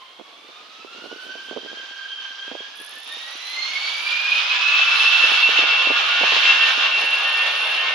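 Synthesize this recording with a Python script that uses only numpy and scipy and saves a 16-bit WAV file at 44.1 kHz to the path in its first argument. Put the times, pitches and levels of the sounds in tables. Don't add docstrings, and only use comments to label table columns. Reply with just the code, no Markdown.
import sys
import numpy as np
from scipy import signal
from scipy.fft import rfft, irfft, next_fast_len
from scipy.io import wavfile
from scipy.ndimage import uniform_filter1d, minimum_filter1d

SR = 44100
rng = np.random.default_rng(int(sys.argv[2]) if len(sys.argv) > 2 else 0)


def digitize_waveform(pressure):
    field = np.atleast_2d(pressure).T
    bounded = np.clip(field, -1, 1)
    quanta = np.round(bounded * 32767).astype(np.int16)
    wavfile.write(sys.argv[1], SR, quanta)


N = 350532
T = np.arange(N) / SR
HZ = np.fft.rfftfreq(next_fast_len(N), 1 / SR) + 1e-3

# (time [s], mean blade-passing rate of the two fans [Hz])
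FAN_SPEED = [(0, 1030), (.4, 1150), (.8, 1300), (1.06, 1445), (1.33, 1550), (1.6, 1578), (1.85, 1590),
             (2.4, 1585), (2.65, 1625), (2.92, 1718), (3.18, 1848), (3.45, 2017), (3.98, 2315),
             (4.24, 2433), (4.5, 2538), (4.77, 2626), (5.04, 2667), (5.3, 2689), (5.83, 2706), (7.42, 2731),
             (7.95, 2732)]
# (time [s], level [dB])
BLADE_TONE_LEVEL = [(0.05, -52.5), (0.4, -57.5), (0.61, -50.5), (0.66, -56.0), (1.2, -40.0), (1.5, -41.0),
                    (1.63, -47.0), (1.69, -39.0), (1.73, -43.0), (1.85, -34.0), (1.9, -44.0), (2.08, -37.0),
                    (2.14, -42.0), (2.32, -38.0), (2.38, -47.0), (2.44, -38.0), (2.54, -46.5),
                    (2.63, -37.5), (2.71, -48.0), (3.0, -47.5), (3.47, -42.0), (3.6, -30.5), (4.01, -30.5),
                    (4.14, -23.5), (4.36, -22.5), (4.46, -26.5), (4.52, -20.0), (4.6, -24.0), (4.69, -15.5),
                    (4.8, -16.5), (5.03, -22.0), (5.07, -14.0), (5.15, -16.5), (5.19, -22.0), (5.24, -14.5),
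                    (5.32, -21.0), (5.46, -14.0), (5.52, -24.0), (5.6, -16.5), (5.63, -22.0), (5.71, -17.5),
                    (5.77, -23.0), (5.79, -18.5), (5.85, -21.5), (5.88, -15.5), (5.93, -22.5),
                    (6.05, -27.5), (6.29, -21.5), (6.33, -26.0), (6.37, -17.0), (6.42, -22.0), (6.5, -13.5),
                    (6.54, -21.5), (6.56, -19.5), (6.6, -27.5), (6.62, -18.5), (6.64, -16.5), (6.68, -24.5),
                    (6.81, -28.0), (6.85, -21.5), (6.88, -25.5), (6.99, -20.0), (7.02, -27.0),
                    (7.05, -32.0), (7.09, -22.5), (7.19, -22.0), (7.22, -28.0), (7.27, -20.0), (7.3, -29.5),
                    (7.34, -20.5), (7.36, -27.5), (7.4, -22.5), (7.48, -30.0), (7.56, -23.5), (7.64, -26.0),
                    (7.7, -20.5), (7.75, -28.0), (7.84, -24.0), (7.9, -32.5), (7.95, -26.0)]
# (time [s], level against the roar [dB])
SECOND_HARMONIC = [(0, -13), (.35, -11), (.7, -11), (.82, -2.5), (1.0, -5.5), (1.3, -3), (1.5, 1.5),
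                   (1.65, -3), (1.85, -0.5), (1.97, -1), (2.1, 0.5), (2.25, 7.5), (2.35, -5), (2.43, 4),
                   (2.52, -4), (2.6, 1.5), (2.75, -6), (3.05, -6), (3.2, 1), (3.35, -10), (3.64, 0.5),
                   (4.0, -12), (4.3, -15), (4.75, -23.5), (5.0, -24), (5.6, -29), (7.95, -27.5)]
# (blade-passing rate [Hz], level [dB])
THIRD_HARMONIC = [(1030, -52), (1300, -54.5), (1600, -56), (1750, -56), (2150, -52), (2430, -61),
                  (2550, -79)]
# (shaft order [-], level against the roar [dB])
BUZZ_ORDERS = [(9, -32), (11, -31.5), (12, -32), (14, -22), (15, -22), (16, -20.5), (17, -20), (18, -35),
               (20, -17), (21, -24.5), (22, -20), (23, -27), (27, -27.5), (28, -20.5), (29, -29),
               (30, -19.5), (31, -26.5), (32, -23.5), (33, -21.5), (34, -23.5), (35, -25.5), (37, -16.5),
               (39, -21), (40, -20.5), (41, -16), (42, -22), (44, -22), (45, -32.5), (47, -21)]
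# (time [s], level [dB])
BUZZ_STRENGTH = [(4, -5.5), (4.5, -3), (5.4, -1.5), (7.2, 3), (7.95, 3)]
# (time [s], level [dB])
UPPER_ORDER_LEVEL = [(4.35, -41), (4.46, -55), (4.56, -34), (4.95, -43.5), (5.22, -32), (5.4, -50),
                     (5.52, -37), (5.75, -47), (6.07, -37), (6.69, -28.5), (6.8, -41), (7.03, -33.5),
                     (7.18, -48), (7.28, -27), (7.5, -33), (7.76, -42), (7.9, -32)]
# (time [s], level [dB])
LOWER_ORDER_LEVEL = [(4.35, -48), (4.47, -51), (4.89, -34.5), (5.95, -34), (6.04, -35), (6.15, -24),
                     (6.31, -43), (6.51, -33), (7.01, -42), (7.49, -35), (7.71, -49), (7.9, -41)]
# (blade count over the fan's [-], level against the roar [dB])
COMPRESSOR_STAGES = [(3.55, -22), (3.88, -21)]
# (time [s], level [dB])
ROAR_LEVEL = [(0, -47), (.6, -45), (1.1, -42), (1.5, -41.5), (2.25, -39.5), (2.9, -39.5), (3.3, -35),
              (3.8, -29), (4.25, -24), (4.7, -19.5), (5.0, -19), (5.15, -18), (5.35, -17), (5.47, -19),
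              (5.6, -18.5), (5.9, -20.5), (6.15, -18.5), (6.35, -19), (6.5, -16), (6.6, -19.5), (6.68, -18),
              (6.77, -21.5), (6.86, -19), (6.94, -24), (6.99, -20), (7.05, -25), (7.15, -24), (7.5, -23),
              (7.68, -22.5), (7.78, -25), (7.95, -23)]
# (frequency [Hz], density at idle [dB per Hz], density at full thrust [dB per Hz])
ROAR_SPECTRUM = [(100, 5, -27.5), (272, -19, -41.5), (516, -9.5, -26), (692, -8, -21), (1300, -5.5, -13.5),
                 (1683, -9, -13), (1990, -10, -17.5), (2426, -8, -8.5), (3030, -2.5, -6), (3640, -5.5, -9),
                 (4690, -12, -20), (6566, -20, -31), (8230, -42, -52.5), (12000, -46, -57)]
# (time [s], treble above 3 kHz [dB], rumble towards the bass [dB])
ROAR_TILT = [(0, -3.5, 1), (1.1, 2, 0.5), (2.2, 0, -4.5), (2.8, 0.5, 0), (3.7, 5, -1), (4.3, 1, -2.5),
             (5.2, 0.5, -3), (5.8, -2, 3), (6.5, 0, 0), (7.1, 0, 6.5), (7.95, -1.5, 7.5)]
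# (frequency [Hz], likeness [0-1], left minus right [dB])
PORT_LIKENESS = [(100, 0.07, -2.5), (250, 0.92, 1), (820, 0.76, 1.5), (1700, 0.06, 2), (3140, 0.36, -1),
                 (4300, .45, -3), (6000, 0.22, -7.5), (9700, 0.1, 5.5)]
# (time [s], left minus right [dB])
JET_BALANCE = [(0, -2), (1.8, -3), (3.4, -3), (7.95, -.5)]
# (time of the peak [s], peak level [dB], pitch [Hz], length at half height [ms])
WIND_KNOCKS = [(0.193, -38, 580.0, 2.2), (0.198, -22.5, 467, 1.5), (0.213, -27, 490.0, 1.3),
               (0.49, -37.0, 470.0, 2.5), (0.849, -29.5, 480.0, 4.9), (0.95, -40, 500.0, 5.3),
               (1.023, -37, 530.0, 2.6), (1.042, -29, 480.0, 2.8), (1.048, -37, 530.0, 1.9),
               (1.055, -29, 520.0, 2.1), (1.06, -27, 643, 2.5), (1.072, -36, 520.0, 2.9),
               (1.115, -29, 430.0, 2.6), (1.118, -23, 390.0, 2.5), (1.129, -22.5, 440.0, 2.8),
               (1.141, -33, 440.0, 2.2), (1.163, -32, 416, 3.6), (1.267, -31, 490, 1.7),
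               (1.355, -24.5, 555, 2.5), (1.486, -30.5, 470.0, 2), (1.513, -21.5, 460, 3.5),
               (1.524, -31, 490.0, 1.9), (1.531, -24, 570.0, 1.7), (1.564, -19, 520.0, 1.9),
               (1.569, -18.5, 425, 3.9), (1.574, -12.5, 435, 0.88), (1.58, -27, 330.0, 1.8),
               (1.634, -31, 420.0, 3.2), (1.65, -28, 390.0, 2.4), (1.662, -21.5, 393, 2.1),
               (1.717, -33.0, 560.0, 1.7), (1.732, -28.5, 520.0, 2.8), (1.739, -37, 460.0, 2.1),
               (1.774, -31, 540.0, 2.3), (1.8, -37, 474, 7.1), (1.913, -34, 560.0, 2.1),
               (2.309, -37, 580.0, 2), (2.481, -31, 440.0, 2.4), (2.516, -22, 566, 2.8),
               (2.52, -27, 420.0, 1.7), (2.53, -29, 470.0, 2), (2.549, -35.0, 440.0, 2.8),
               (2.554, -21, 534, 3.4), (2.606, -27, 474, 2.8), (2.802, -39, 400, 2.8),
               (2.813, -36, 487, 1.7), (2.929, -39.0, 450, 2), (2.973, -37.0, 450, 2),
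               (3.171, -36, 550.0, 3), (3.355, -36, 490.0, 2.3), (5.241, -19, 390, 2.4),
               (5.32, -20, 710.0, 1.8), (5.49, -18, 510.0, 3), (5.591, -20, 464, 5.2),
               (5.629, -19, 550.0, 2.2), (5.638, -18, 610.0, 2.3), (5.872, -16.5, 535, 2.5),
               (5.902, -15.5, 520, 2.6), (5.908, -13, 510, 3.1), (5.916, -15, 570.0, 2.2),
               (6.211, -19, 640, 2.0), (6.216, -20, 543, 3.6), (6.234, -14, 600, 3.7),
               (6.239, -9, 660, 2.7), (6.322, -17, 545, 2.5), (6.331, -21, 430, 3.9),
               (6.365, -15.5, 490, 2.4), (6.374, -20, 480.0, 2.1), (6.78, -20, 398, 2.1),
               (7.04, -24, 400, 2.7)]
# (time [s], median level [dB])
BUFFETING = [(0, -85), (.38, -60), (.55, -68), (.95, -57), (1.2, -57), (1.38, -63.5), (1.72, -55.5),
             (2.0, -70), (2.3, -70), (2.9, -69), (3.5, -68), (4.7, -70.5), (5.6, -57), (6.0, -63.5),
             (7.0, -57), (7.4, -74), (7.95, -70)]
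# (time [s], cycles so far [-])
WING_CYCLES = [(2.757, 0), (3.124, 8), (3.877, 24), (5.359, 56), (5.732, 64), (6.113, 72), (7.14, 94),
               (7.608, 104), (7.895, 110)]
# (time [s], level [dB], left minus right [dB], blur of the strokes [0-1])
CRICKET_LEVEL = [(2.74, -54, 2, 0.1), (2.82, -49.5, 0.5, 0.23), (3.4, -55.5, 2, 0.4), (3.6, -60, -2, 0.7),
                 (4.2, -53.5, -2, 0.4), (4.9, -54.5, -2, 0.46), (5.1, -55, -0.5, 0.5), (5.4, -53.5, 1, 0.7),
                 (5.55, -58.5, 0.5, 0.5), (5.75, -60.5, 3, 0.6), (6.25, -61.5, 2, 0.8), (6.5, -50, 0, 0.36),
                 (6.9, -60, 4, 0.58), (7.25, -46, 1, 0.26), (7.7, -53.5, 1, 0.44), (7.95, -66, 1, 0.5)]
# (frequency [Hz], width [Hz], level [dB])
WING_MODES = [(9460, 500, -4), (10030, 720, 3.5), (10600, 800, -3), (11270, 430, -6.5), (12200, 500, -10),
              (13000, 1200, -19), (14900, 900, -28)]
# (time [s], level [dB])
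UPPER_WING_LEVEL = [(2.7, 6), (3.6, 6.5), (4.2, 1), (5.2, 2), (6, -1.5), (7.95, -1)]
# (time [s], level [dB])
RUSTLE_LEVEL = [(0, -83), (.9, -75), (1.25, -67), (1.55, -72), (1.7, -76), (7.95, -80)]

BLADES = 36
IDLE_HZ, FULL_HZ = 1030, 2430
SONIC_HZ, SONIC_SPAN_HZ = 2260, 140
LOUD_ORDERS = 24, 19
MATCH_S, MATCHED_S = 4.2, 5.5
GAP_HZ, MATCHED_GAP_HZ = 31, 6
STEADY_APART, STEADY_MATCHED = 0.19, 0.83
FAR_APART_DB, FAR_MATCHED_DB = 0.5, -13.5
HUMP_DB, HUMP_MATCHED_DB = -6, -11
AIR_HZ = 6500
EDDY_DB = 0.65

KNOCK_PAN_DB, KNOCK_PAN_SCATTER_DB = -14.5, 6
KNOCK_RISE = 0.86
KNOCK_SAG = 0.71
THUD_DB, THUD_MS = -6, 1.95
THUD_SLOPE = -0.35
KNOCK_TAIL, KNOCK_TAIL_S = 0.26, 0.0086
CRACK_DB, CRACK_MS = -11, 1.5
ECHO_HZ = 11900
WING_WANDER_DB, WING_TURN = 2.0, 1.8
HISS_DB = -62.5
BASS_CUT_HZ, BASS_LEAK_DB, TOP_HZ = 257, -40, 15700


def undb(db):
    return 10 ** (np.asarray(db) / 20)


def curves(table):
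    s, *columns = np.transpose(table)
    return [np.interp(T, s, c) for c in columns]


def at_hz(table, hz):
    f, *columns = np.transpose(table)
    return [np.interp(np.log(hz), np.log(f), c) for c in columns]


def shaped(x, gain):
    return irfft(rfft(x, next_fast_len(N)) * gain, next_fast_len(N))[..., :N]


def unit(x):
    return x / np.sqrt(np.mean(np.abs(x) ** 2))


def walk(rate):
    k = int(SR / rate)
    held = np.repeat(rng.standard_normal(N // k + 1), k)
    return unit(uniform_filter1d(uniform_filter1d(held, k), k)[:N])


def pair(a, b, alike):
    alike = np.clip(alike, 0, 1)
    return np.sqrt((1 + alike) / 2) * a + np.sqrt((1 - alike) / 2) * b * np.array([[1], [-1]])


def panned(x, pan_db):
    return x * undb(np.outer([1, -1], pan_db) / 2)


def bell(ms_from_peak, length_ms):
    return np.exp(-np.log(16) * (ms_from_peak / length_ms) ** 2)


def band_noise(noise, order, low_hz, high_hz):
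    sos = signal.butter(order, [low_hz, high_hz], "band", fs=SR, output="sos")
    return unit(signal.sosfilt(sos, noise))


def tone(turns, steady, rate, alike):
    steady = np.clip(steady, 0, 1)
    common, own = (walk(rate) + 1j * walk(rate) for _ in range(2))
    paths = np.sqrt(steady) + np.sqrt((1 - steady) / 2) * pair(common, own, alike)
    return np.sqrt(2) * np.real(paths * np.exp(2j * np.pi * turns))


def as_engines_match(apart, matched):
    return np.interp(T, [MATCH_S, MATCHED_S], [apart, matched])


def blade_tones(hz, shafts, roar_db):
    steady = as_engines_match(STEADY_APART, STEADY_MATCHED)
    far_db = as_engines_match(FAR_APART_DB, FAR_MATCHED_DB)
    hump_db = as_engines_match(HUMP_DB, HUMP_MATCHED_DB)
    third_db, = at_hz(THIRD_HARMONIC, hz)
    levels = [curves(BLADE_TONE_LEVEL)[0], roar_db + curves(SECOND_HARMONIC)[0], third_db]
    total_amplitude = np.sqrt(1 + undb(2 * far_db) + undb(2 * hump_db))
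    out = 0
    for harmonic, db in enumerate(levels, start=1):
        order = harmonic * BLADES
        near, far = (tone(order * shaft, steady=steady / harmonic, rate=60 * harmonic, alike=0.46)
                     for shaft in shafts)
        hump = tone(order * shafts[0], steady=0, rate=350, alike=0.49)
        mixture = near + undb(far_db) * far + undb(hump_db) * hump
        out = out + undb(db + 1.73 * walk(45)) * mixture / total_amplitude
    return out


def shaft_buzz(hz, shaft, roar_db):
    sonic = np.clip((hz - SONIC_HZ) / SONIC_SPAN_HZ, 0, 1)
    buzz = sum(undb(db + 2.0 * walk(6)) * tone(order * shaft, steady=0.13, rate=26, alike=0.32)
               for order, db in BUZZ_ORDERS)
    out = undb(roar_db + curves(BUZZ_STRENGTH)[0]) * buzz
    for order, level in zip(LOUD_ORDERS, (UPPER_ORDER_LEVEL, LOWER_ORDER_LEVEL)):
        out = out + undb(curves(level)[0]) * tone(order * shaft, steady=0.68, rate=25, alike=0.22)
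    return sonic * out


def compressor(shaft, roar_db):
    stages = sum(undb(db) * tone(ratio * BLADES * shaft, steady=.02, rate=140, alike=0.65)
                 for ratio, db in COMPRESSOR_STAGES)
    return shaped(undb(roar_db + 1.5 * walk(12)) * stages, 1 / (1 + (HZ / AIR_HZ) ** 16))


def roar(thrust, level_db, treble_db, rumble_db):
    noise = rfft(rng.standard_normal((2, next_fast_len(N))))
    out, power = 0, 0
    shared, patch = walk(30) + 0.13 * walk(13.0), walk(17)
    for hz in 90 * 2 ** (np.arange(29) / 4):
        skirt = np.cos(np.pi / 2 * np.clip(4 * np.log2(HZ / hz), -1, 1)) ** 2
        band = irfft(noise * skirt, next_fast_len(N))[:, :N]
        idle_db, full_db = at_hz(ROAR_SPECTRUM, hz)
        alike, pan_db = at_hz(PORT_LIKENESS, hz)
        patch = 0.866 * patch + 0.32 * walk(16)
        treble_share = np.clip(np.log2(hz / 3000), 0, 1)
        rumble_share = np.clip(np.log2(1300 / hz), 0, 1)
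        tilt_db = treble_db * treble_share + rumble_db * rumble_share
        gain = undb(idle_db + thrust * (full_db - idle_db) + tilt_db)
        power = power + gain ** 2 * hz
        twinkle = undb(0.7 * shared + 0.6 * patch + 0.74 * walk(25))
        out = out + gain * twinkle * panned(pair(*band, alike), pan_db)
    return unit(out / np.sqrt(power)) * undb(level_db)


def jet():
    roar_db, = curves(ROAR_LEVEL)
    hz = uniform_filter1d(curves(FAN_SPEED)[0], SR // 5)
    gap = as_engines_match(GAP_HZ, MATCHED_GAP_HZ)
    shafts = [np.cumsum(hz + side * gap / 2) / BLADES / SR for side in (-1, 1)]
    thrust = np.clip((hz - IDLE_HZ) / (FULL_HZ - IDLE_HZ), 0, 1)
    tones = blade_tones(hz, shafts, roar_db) + shaft_buzz(hz, shafts[0], roar_db)
    tones = tones + compressor(shafts[0], roar_db)
    engines = tones + roar(thrust, roar_db, *curves(ROAR_TILT))
    return panned(engines, *curves(JET_BALANCE)) * undb(EDDY_DB * walk(28))


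def wind_knocks():
    out, t = np.zeros((2, N)), np.arange(-512, 2048) / SR
    draws = rng.standard_normal((len(WIND_KNOCKS), 2, len(t)))
    for (s, db, hz, ms), noise in zip(WIND_KNOCKS, draws):
        t_ms = 1000 * t
        envelope = bell(t_ms / np.where(t < 0, KNOCK_RISE, 1), ms)
        turns = hz * t * (1 - KNOCK_SAG * t_ms / (2 * ms))
        blip = envelope * np.cos(2 * np.pi * turns + np.pi * noise[1, 0])
        thud = np.sign(noise[1, 1]) * 4 * t_ms / THUD_MS * bell(t_ms, THUD_MS)
        thud = undb(THUD_DB + THUD_SLOPE * (db + 25.5)) * thud
        crack = band_noise(noise[0], 2, 1.2 * hz, 2.43 * hz)
        crack = undb(CRACK_DB) * bell(t_ms + 0.41 * ms, CRACK_MS) * crack
        wake = pair(*band_noise(noise, 3, .5 * hz, 1.33 * hz), 0.8)
        wake = KNOCK_TAIL * np.clip(t / 0.0026, 0, 1) * np.exp(-np.abs(t) / KNOCK_TAIL_S) * wake
        left_db = KNOCK_PAN_DB + KNOCK_PAN_SCATTER_DB * noise[0, 0]
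        i = int(s * SR) - 512
        out[:, i:i + len(t)] += undb(db) * undb([[left_db], [0]]) * (blip + thud + crack + wake)
    return out


def wind_patter():
    eddies = rng.standard_normal((2, N)) * undb(10.1 * np.tanh(0.76 * walk(70)))
    patter = shaped(pair(*eddies, 0.69), 1 / np.sqrt(1 + (HZ / 520) ** 6))
    return panned(patter / np.median(np.abs(patter)), -3.0) * undb(curves(BUFFETING)[0])


def cricket():
    level_db, pan_db, blur = curves(CRICKET_LEVEL)
    s, count = np.transpose(WING_CYCLES)
    cycle = np.interp(T, s, count, left=-1) + .25
    which, phase = np.maximum(cycle, 0).astype(int), cycle % 1
    size = undb(2.2 * rng.standard_normal((int(count[-1]) + 2, 2)))[which].T
    sharp = size[0] * np.exp(-((phase - .25) / 0.042) ** 2)
    long = 0.64 * size[1] * np.exp(-((phase - .59) / 0.099) ** 2)
    noise = pair(*rng.standard_normal((2, N)), 0.28) * (cycle >= 0)
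    echoes = shaped(noise * blur * undb(4.5 * walk(7.5)), 1 / (1 + (HZ / ECHO_HZ) ** 8))
    source = noise * (sharp + long) + echoes
    scrape = 0
    for k, (hz, width, db) in enumerate(WING_MODES):
        db = db + (k == 3) * curves(UPPER_WING_LEVEL)[0]
        ring = 1 / (1 + (2 * (HZ - hz) / width) ** 2)
        left, right = shaped(source, ring)
        quarter = shaped(source[1], 1j * ring)
        turn = WING_TURN * walk(1.5)
        mode = np.array([left, np.cos(turn) * right + np.sin(turn) * quarter])
        scrape = scrape + undb(db + WING_WANDER_DB * walk(14)) * mode
    return panned(unit(scrape), pan_db) * undb(level_db + 1.0 * walk(9))


def rustle():
    band = 1 / (1 + (HZ / 11500) ** 8) / (1 + (7500 / HZ) ** 8)
    noise = shaped(pair(*rng.standard_normal((2, N)), 0.37), band)
    return unit(noise) * undb(curves(RUSTLE_LEVEL)[0] + 4.0 * walk(23))


def hiss():
    noise = pair(*rng.standard_normal((2, N)), .25)
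    return undb(HISS_DB) * shaped(noise, 1 / (1 + (HZ / 12000) ** 6))


def scene():
    return jet() + wind_knocks() + wind_patter() + cricket() + rustle() + hiss()


def record(dry):
    thin = shaped(dry, 1 / np.sqrt(1 + (BASS_CUT_HZ / HZ) ** 9) + undb(BASS_LEAK_DB))
    peak_gain = np.minimum(.9 / (np.abs(thin).max(axis=0) + 1e-9), 1)
    gain = uniform_filter1d(minimum_filter1d(peak_gain, size=400), size=200)
    return signal.sosfilt(signal.ellip(8, .2, 70, TOP_HZ, fs=SR, output="sos"), thin * gain)


dry = scene()
out = record(dry)
digitize_waveform(out)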